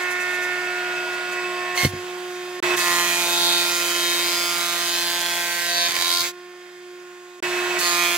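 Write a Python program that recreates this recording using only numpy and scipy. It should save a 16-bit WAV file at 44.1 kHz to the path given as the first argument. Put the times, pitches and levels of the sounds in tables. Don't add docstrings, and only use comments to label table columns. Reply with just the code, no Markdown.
import sys
import numpy as np
from scipy import signal
from scipy.fft import rfft, irfft
from scipy.io import wavfile
from scipy.ndimage import uniform_filter1d, map_coordinates

SR = 44100
rng = np.random.default_rng(int(sys.argv[2]) if len(sys.argv) > 2 else 0)


def generate_wav(sig):
    pcm = np.round(np.clip(np.atleast_2d(sig).T, -1, 1) * 32767).astype(np.int16)
    wavfile.write(sys.argv[1], SR, pcm)


N = 360297

# (time [s], state, change-over [s], level added to every layer [dB])
STAGES = [(0, "skim", 0.057, 2), (1.745, "exit", 0.024, -0.5), (1.861, "idle", 0.057, -1),
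          (2.609, "feed", 0.027, 0), (2.764, "cut", 0, 7), (5.884, "tail", 0, -2),
          (6.21, "last", 0.023, 0.5), (6.275, "coast", 0.048, -10), (7.41, "feed", 0.0088, -3.5),
          (7.785, "cut", 0.0052, 6.5)]
# (start [s], end [s])
DROPOUTS = [(2.602, 2.6258), (7.403, 7.4253)]


def gain_of(db):
    return 10 ** (np.asarray(db) / 20)


def evened(x):
    return x / np.sqrt(np.mean(x ** 2) + 1e-20)


def read(points, hz):
    f, value = np.transpose(points)
    return np.interp(np.log(hz + 1), np.log(f + 1), value)


def curves(rows):
    s, *columns = np.transpose(rows)
    return [np.interp(np.arange(N) / SR, s, c) for c in columns]


def coloured(x, points):
    hz = abs(np.fft.fftfreq(4096, 1 / SR))
    log_gain = np.log(gain_of(np.maximum(read(points, hz), -100)))
    taps = np.fft.ifft(np.exp(np.conj(signal.hilbert(log_gain)))).real[:2048]
    return signal.oaconvolve(x, taps[None], axes=1)[:, :N]


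def noise(points, patchy_db):
    # (frequency [Hz], left-right likeness [0-1])
    likeness = [(60, 1), (150, 1), (300, 1), (700, 0.68), (1600, 0.088), (4000, 0.65), (8000, 0.079),
                (15000, 0.088)]
    frames, hz = N // 256 + 5, np.fft.rfftfreq(1024, 1 / SR)
    a, b, c, d, patches = rng.standard_normal((frames, 513, 5)).T
    patches = uniform_filter1d(patches, size=12, axis=0)
    patches = evened(uniform_filter1d(patches, size=14, axis=1))
    same = np.clip(read(likeness, hz), -1, 1)[:, None]
    left = a + 1j * b
    right = same * left + np.sqrt(1 - same ** 2) * (c + 1j * d)
    spectra = np.array([left, right]) * gain_of(read(points, hz)[:, None] + patchy_db * patches)
    return evened(signal.istft(spectra, nperseg=1024, noverlap=768)[1][:, :N])


def tones(cycles, orders, waver_db, count):
    out, knots = np.zeros((2, N)), np.linspace(0, N, num=count)
    for i, (k, db) in enumerate(orders):
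        waver = np.interp(np.arange(N), knots, rng.standard_normal(count))
        ear_step = [[0], [.008 * k * (-1) ** i]]
        phase = 2 * np.pi * (k * cycles + .3 * i * i + ear_step)
        out += gain_of(db + waver_db * waver) * np.cos(phase)
    return np.sqrt(2) * out


def reflected(x):
    # (shortest delay [ms], left-right difference [ms], drift [ms per s], level [dB])
    echoes = [(0.695, 0.1, .3, -8), (1.302, -0.049, -.5, -8), (2.095, 0.13, .7, -6),
              (3.198, -0.232, -.4, -8.5), (4.605, 0.29, .9, -11.5), (6.501, -0.42, -.7, -5.5)]
    n, out = np.arange(N), np.array([x, x])
    for ms, apart, drift, db in echoes:
        swing = abs((drift * n / SR + ms) % 2 - 1)
        for ear, side in zip(out, (-.5, .5)):
            delay = (ms + side * apart + swing) * SR / 1000
            ear += gain_of(db) * map_coordinates(x, [n - delay], order=1)
    return out


def struck(events, modes, rise_s):
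    t, hits = np.arange(SR // 3) / SR, np.zeros(N)
    ring = sum(gain_of(db - 60 * t / t60) * np.sin(2 * np.pi * hz * t) for hz, db, t60 in modes)
    ring *= 1 - np.exp(-t / rise_s)
    for s, db in events:
        hits[round(s * SR)] = gain_of(db)
    return signal.oaconvolve(hits, ring / abs(ring).max())[:N]


def layer_levels():
    state_levels = {"skim": (-37.5, -27.5, -65, -52.5, -56, -58, -31, -71, -41, -34),
                    "exit": (-34, -26, -29.5, -32.5, -60, -56, -24.5, -58, -40, -28.5),
                    "idle": (-32, -32.5, -84, -52.5, -55, -60, -32.5, -56.5, -48.5, -36),
                    "coast": (-30.5, -58, -84, -55, -57.5, -62, -30, -58.5, -60, -37.5),
                    "feed": (-27, -22, -27, -42, -44, -45.5, -30.5, -54, -33, -24.5),
                    "cut": (-38.5, -33.5, -31, -33.5, -45, -53, -35.5, -60, -44, -36.5),
                    "tail": (-42, -43, -17.5, -27.5, -38, -62, -29, -67, -47, -26.5),
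                    "last": (-38.5, -21, -16.5, -31.5, -38, -43, -33, -61, -60, -35.5)}
    state_drifts = {"skim": (1.1, 0.5, -25.5, -20, -5, 1.5, 0, 6.5, 0.5, -0.8),
                    "exit": (4.5, .1, 98, 65, .1, .1, .1, .1, .1, .1),
                    "idle": (-0.1, -17, -16, 2, 1, 2, 2, -9, -10, -2.5),
                    "coast": (-1.7, -27, -16, 1, 6.5, 3, -4, -2.5, -2, -1),
                    "feed": (9.5, 15, 1, 5, -3, .1, 23, -2, 7, 2),
                    "cut": (-4.5, 2.4, 1.41, -1.23, -38, -21, -1.5, -3, -2.5, -2.2),
                    "tail": (9, 4, 26, 5, -7, 8, 17, -4, -10, -25),
                    "last": (4, -30, -96, -55, .1, .1, .1, .1, .1, -30)}
    # (time [s], whine [dB], knock [dB], bite [dB])
    grain = [
        [(2.8, -7, -4, 9), (2.88, -2.5, 10, 1.5), (3.24, -1.5, -13, -2.5), (3.46, -2, -15, 8.5),
         (3.81, -1, 2.5, 1), (4.25, 2, -5, 1), (4.73, -4.5, -8, -2), (4.93, -1.5, -9, 3.5),
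         (5.49, -3, -1.5, -4.5), (5.88, -2, 2.5, 7)],
        [(7.81, -3.5, 12, 10), (8.17, -2, 11.5, 0.5)],
    ]
    # (time [s], half length [s], level [dB])
    dips = [(1.885, 0.043, -8.5), (2.763, 0.012, -7), (5.934, 0.018, -2)]
    rows = []
    ends = [row[0] for row in STAGES[1:]] + [N / SR]
    for (s, state, change, db), end in zip(STAGES, ends):
        begin = np.array(state_levels[state]) + db
        drift = np.array(state_drifts[state]) * (end - s - change)
        rows += [(s + change, *gain_of(begin)), (end, *gain_of(begin + drift))]
    levels, t = 20 * np.log10(curves(rows)), np.arange(N) / SR
    for board in grain:
        in_cut = (t > board[0][0]) & (t < board[-1][0])
        levels[:3] += np.array(curves(board)) * in_cut
    for s, half, db in dips:
        levels += db * np.maximum(1 - abs(t - s) / half, 0)
    return levels


def shaft():
    loads = {"skim": (.58, .95, 1, 0, 0), "exit": (.4, .9, 1, 0, 0), "idle": (.9, 1, 0, 0, 0),
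             "feed": (.8, .9, 0, .9, 0), "cut": (.14, .9, 1, 8.9, .7), "tail": (.08, .33, 1, 9.4, -2),
             "last": (.25, .85, 1, 4, -40), "coast": (.9, 1, 0, 0, 0)}
    # (knife passes [Hz], gear mesh [Hz])
    free_rates = [(359.9, 325.3), (357.7, 323.8), (357.6, 323.5)]
    mesh_sag, settle_s = .53, .054
    t, starts = np.arange(N) / SR, np.array([row[0] for row in STAGES])
    now = np.searchsorted(starts, t, "right") - 1
    short, second, wood, lost, creep = np.array([loads[row[1]] for row in STAGES])[now].T
    keep = np.exp(-1 / (settle_s * SR))
    lost = signal.lfilter([1 - keep], [1, -keep], lost + creep * (t - starts[now]))
    stretch = np.searchsorted([start for start, end in DROPOUTS], t)
    rates = np.array(free_rates)[stretch].T - np.outer([1, mesh_sag], lost)
    return rates, uniform_filter1d([short, second, wood], size=900, axis=1)


def blows(passes, short, second):
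    at = np.flatnonzero(np.diff(np.floor(passes)) > 0)
    exact = at + (np.floor(passes[at + 1]) - passes[at]) / (passes[at + 1] - passes[at])
    knife = np.floor(passes[at + 1]).astype(int) % 4
    height = np.choose(knife, [np.ones(len(at)), short[at], second[at], short[at]])
    scatter_db = .6 + 1.5 * (1 - second[at])
    size = height * gain_of(scatter_db * np.clip(rng.standard_normal(N)[at], -1.5, 1.5))
    size /= np.sqrt(1 + 2 * short[at] ** 2 + second[at] ** 2)
    place = at[:, None] + np.arange(-7, 9)
    offset = place - exact[:, None]
    out = np.zeros(N + 16)
    np.add.at(out, place, -size[:, None] * np.sinc(offset) * np.cos(np.pi * offset / 18) ** 2)
    return out[:N]


def machine_roar(level_db):
    # (frequency [Hz], relative level per Hz [dB])
    roar_spectrum = [(24, -81), (40, -28.5), (298, -15), (355, -16.5), (412, -13.5), (710, -8), (824, -8.5),
                     (1420, -7), (1530, -3), (1780, -3), (6780, -19), (12600, -31), (15000, -30)]
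    return gain_of(level_db) * noise(roar_spectrum, patchy_db=1.2)


def motor_rotor(passes, lower_db, upper_db):
    # (multiple of the knife rate, relative level [dB])
    rotor_pairs = [
        [(18.41, 0), (19.41, -5)],
        [(21.11, -6), (22.11, 0)],
    ]
    levels = zip((lower_db, upper_db), rotor_pairs)
    return sum(gain_of(db) * tones(passes, pair, waver_db=1.5, count=60) for db, pair in levels)


def feed_gears(mesh, level_db):
    # (multiple of the mesh rate, relative level [dB])
    gear_orders = [(2, -9.5), (3, -11.5), (4, -13.5), (6, -4.5), (7, -6.5), (8, 0)]
    return gain_of(level_db) * tones(mesh, gear_orders, waver_db=3.8, count=450)


def table_thumps():
    # (time [s], level [dB])
    thumps = [(1.833, -19), (1.849, -6.5), (1.934, -23.5), (1.953, -32), (2.629, -36), (2.769, -37),
              (2.909, -39), (5.889, -44), (5.979, -38), (6.209, -38.5), (7.791, -47)]
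    # (frequency [Hz], relative level [dB], 60 dB decay [s])
    table_modes = [(97, 0, 0.21), (141, 12.5, 0.059), (207.5, 12.5, 0.037), (263, 5.5, 0.055),
                   (314, 1, 0.059), (488, 12, 0.019), (600, 18, 0.0046)]
    return struck(thumps, table_modes, rise_s=0.0021)


def roller_scrape():
    # (time [s], relative level [dB])
    catches = [(1.7759, -7), (1.8477, -4.5), (1.8664, -18)]
    # (start [s], end [s], gap [s], relative level [dB])
    stutter = (1.785, 1.845, .0062, -15)
    # (frequency [Hz], relative level [dB], 60 dB decay [s])
    roller_modes = [(2153, -4, 0.059), (2960, -1, 0.014), (4280, 2.5, 0.01), (5850, -2.5, 0.01),
                    (8950, -10, 0.0033)]
    start, end, gap, db = stutter
    at = np.arange(start, end, gap)
    chance = rng.standard_normal((len(at), 2))
    times = at + .2 * gap * chance[:, 0]
    slips = list(zip(times, db + 2.5 * chance[:, 1]))
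    return gain_of(-6.0) * reflected(struck(catches + slips, roller_modes, rise_s=0.0001))


def board_rings(clicks, width_hz):
    # (time [s], length [s], frequency [Hz], level [dB])
    board_modes = [(-.5, 2.13, 1464, -30), (-.3, 1.1, 1815, -29.5), (-.3, 1.06, 2200, -30.5),
                   (.9, 0.74, 2150, -42.5), (1.4, 0.46, 1090, -37), (1.5, 0.35, 1740, -33),
                   (2.77, .33, 1930, -26), (2.8, 0.28, 1106, -27), (2.84, 0.54, 4000, -31),
                   (2.92, 0.32, 3200, -34), (2.96, 0.32, 2430, -27.5), (3.13, 0.49, 855, -32),
                   (3.23, 0.45, 3640, -24), (3.33, .29, 3380, -36.5), (3.37, 0.15, 4340, -27),
                   (3.1, 0.94, 1387, -36), (3.41, .2, 4800, -34), (3.6, 0.28, 5050, -34),
                   (3.51, 0.56, 2420, -32), (3.79, 0.46, 3150, -33.5), (3.84, 0.4, 1750, -36),
                   (3.85, 0.23, 6100, -45), (3.98, 0.32, 3720, -27.5), (3.95, 0.88, 2262, -33.5),
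                   (4.08, .31, 4470, -32), (4.22, 0.34, 4990, -31), (3.4, 2.1, 1060, -38.5),
                   (4.3, 0.3, 3250, -37), (4.43, 0.44, 1210, -36), (4.48, 0.37, 3828, -37),
                   (4.4, 0.7, 3450, -35.5), (4.7, 1.17, 1610, -32), (4.79, 0.51, 4330, -32),
                   (4.81, 0.42, 3120, -35.5), (4.8, 0.23, 6200, -39), (4.99, 0.57, 875, -37),
                   (5.1, .8, 1890, -30.5), (5.17, 0.28, 3306, -33.5), (5.25, 0.27, 4640, -34),
                   (5.65, 0.26, 698.6, -33.5), (5.7, 0.2, 6100, -31), (5.71, 0.2, 4460, -28),
                   (5.74, 0.2, 3490, -30.5), (5.72, 0.44, 2250, -34), (5.92, 0.15, 1780, -36),
                   (5.9, 0.28, 1060, -38.5), (5.97, 0.21, 3720, -29), (5.95, .27, 4250, -34),
                   (6.04, 0.18, 4800, -38), (6.22, .08, 2252, -34), (7.79, 0.17, 1914, -29),
                   (7.8, .12, 4400, -30), (7.82, 0.27, 1146, -30), (7.86, 0.22, 3880, -32),
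                   (7.86, .1, 6560, -30), (7.94, .23, 2340, -26), (7.95, 0.15, 1880, -29.5),
                   (7.98, 0.18, 3306, -32)]
    out = np.zeros((2, N))
    for k, (start, length, hz, db) in enumerate(board_modes):
        end, fade = start + length, .3 * length
        n = np.arange(round(max(start - fade, 0) * SR), min(round((end + fade) * SR), N))
        pole = np.exp((2j * np.pi * hz - np.pi * width_hz) / SR)
        ring = signal.lfilter([1], np.poly([pole, pole]), clicks[n])
        ring *= np.sqrt(2 / np.mean(abs(ring) ** 2))
        swell = np.interp(n / SR, [start - fade, start + fade, end - fade, end + fade], [0, 1, 1, 0])
        ear_step = np.exp(1j * hz / 3000 * (-1) ** k * np.array([[-.5], [.5]]))
        out[:, n] += gain_of(db) * swell * (ear_step * ring).real
    return out


def flying_chips(clicks, level_db):
    # (frequency [Hz], relative level per Hz [dB])
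    chip_spectrum = [(900, -40), (2000, 3), (4000, 4.5), (5500, 3), (6500, -0.5), (9000, -4.5), (12000, -1),
                     (16000, -4)]
    burst = signal.lfilter([1], [1, -np.exp(-1 / (0.0014 * SR))], abs(clicks))
    spray = (.8 + evened(burst)) * noise(chip_spectrum, patchy_db=1.5)
    return gain_of(level_db - .4) * evened(spray)


def nicks():
    # (time [s], added level [dB])
    grazes = [(.025, -45), (.12, -37.5), (.22, -40), (.31, -47), (.35, -40), (.44, -40.5), (1.141, -48),
              (1.33, -43)]
    swell_s = 0.017
    t = np.arange(N) / SR
    return sum(gain_of(db) * np.exp(-((t - s) / swell_s) ** 2) for s, db in grazes)


def knife_blows(clicks, knock_db, bite_db, chips_db):
    # (frequency [Hz], relative level per Hz [dB])
    knock_spectrum = [(290, -45.5), (500, 2.5), (714, -1), (1230, 2), (1450, -1), (1620, 13.5),
                      (2180, -2.5), (2370, 9), (2630, 8.5), (4000, -26.5), (5200, -44), (8800, -120)]
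    bite_spectrum = [(1350, -9), (2300, -27), (2830, 3), (3110, 12), (3850, 18), (5100, 16), (5520, 7.5),
                     (7500, -8.5), (9750, -81), (16500, -120)]
    snap_spectrum = [(3500, -30), (5500, -3), (6500, 0), (8500, -6), (11500, -9), (14000, -16),
                     (16000, -16)]
    paths = reflected(clicks)
    knock = gain_of(knock_db - 12.5) * evened(coloured(paths, knock_spectrum))
    bite = gain_of(bite_db - 11.5) * evened(coloured(paths, bite_spectrum))
    snap_gain = gain_of(chips_db - 1.5) + nicks()
    snap = snap_gain * evened(coloured(paths, snap_spectrum))
    return knock + bite + snap


def knife_whine(passes, whine_db, overtones_db, hum_db):
    # (multiple of the knife rate, relative level [dB])
    whine_orders = [(1, -0.5), (2, -14.5), (3, -12), (4, -13), (5, -15), (6, -21), (7, -19), (8, -30),
                    (9, -19), (10, -22.5), (11, -58), (12, -48), (13, -27.5), (14, -21), (15, -51),
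                    (16, -55), (18, -32)]
    whine = gain_of(whine_db) * tones(passes, whine_orders[:1], waver_db=1.5, count=40)
    hum = gain_of(hum_db) * tones(passes / 2, [(1, 0)], waver_db=.6, count=40)
    overtones = gain_of(overtones_db) * tones(passes, whine_orders[1:], waver_db=2.5, count=30)
    return whine + hum + overtones


def scene():
    whine_db, knock_db, bite_db, chips_db, lower_db, upper_db, overtones_db, hum_db, gear_db, roar_db = layer_levels()
    rates, (short, second, wood) = shaft()
    passes, mesh = np.cumsum(rates, axis=1) / SR
    clicks = blows(passes, short, second)
    mix = machine_roar(roar_db)
    mix += motor_rotor(passes, lower_db, upper_db)
    mix += feed_gears(mesh, gear_db)
    mix += table_thumps()
    mix += roller_scrape()
    mix += wood * board_rings(clicks, width_hz=300)
    mix += flying_chips(clicks, chips_db)
    mix += knife_blows(clicks, knock_db, bite_db, chips_db)
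    return mix + knife_whine(passes, whine_db, overtones_db, hum_db)


def record(dry):
    # (frequency [Hz], left minus right [dB])
    port_balance = [(60, 2.5), (150, 0), (380, -2.5), (950, -3.5), (2380, -4.5), (5980, -1.5), (15000, -8)]
    low_edge_hz, high_edge_hz, left_lag = 78, 15800, 2
    hz = np.fft.rfftfreq(N, 1 / SR)
    lean = gain_of(read(port_balance, hz) / 2)
    dry = signal.sosfilt(signal.butter(3, low_edge_hz, "high", fs=SR, output="sos"), dry)
    lag = 2 * np.pi * hz * left_lag / SR * np.exp(-(hz / 9000) ** 2)
    ports = irfft(rfft(dry) * [lean * np.exp(-1j * lag), 1 / lean], N)
    t = np.arange(N) / SR
    off = sum((t > start) & (t < end) for start, end in DROPOUTS)
    gated = ports * uniform_filter1d(1. - off, size=40)
    low_pass = signal.firwin(511, high_edge_hz, window=("kaiser", 9), fs=SR)
    return signal.oaconvolve(gated, low_pass[None], "same")


dry = scene()
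out = record(dry)
generate_wav(out)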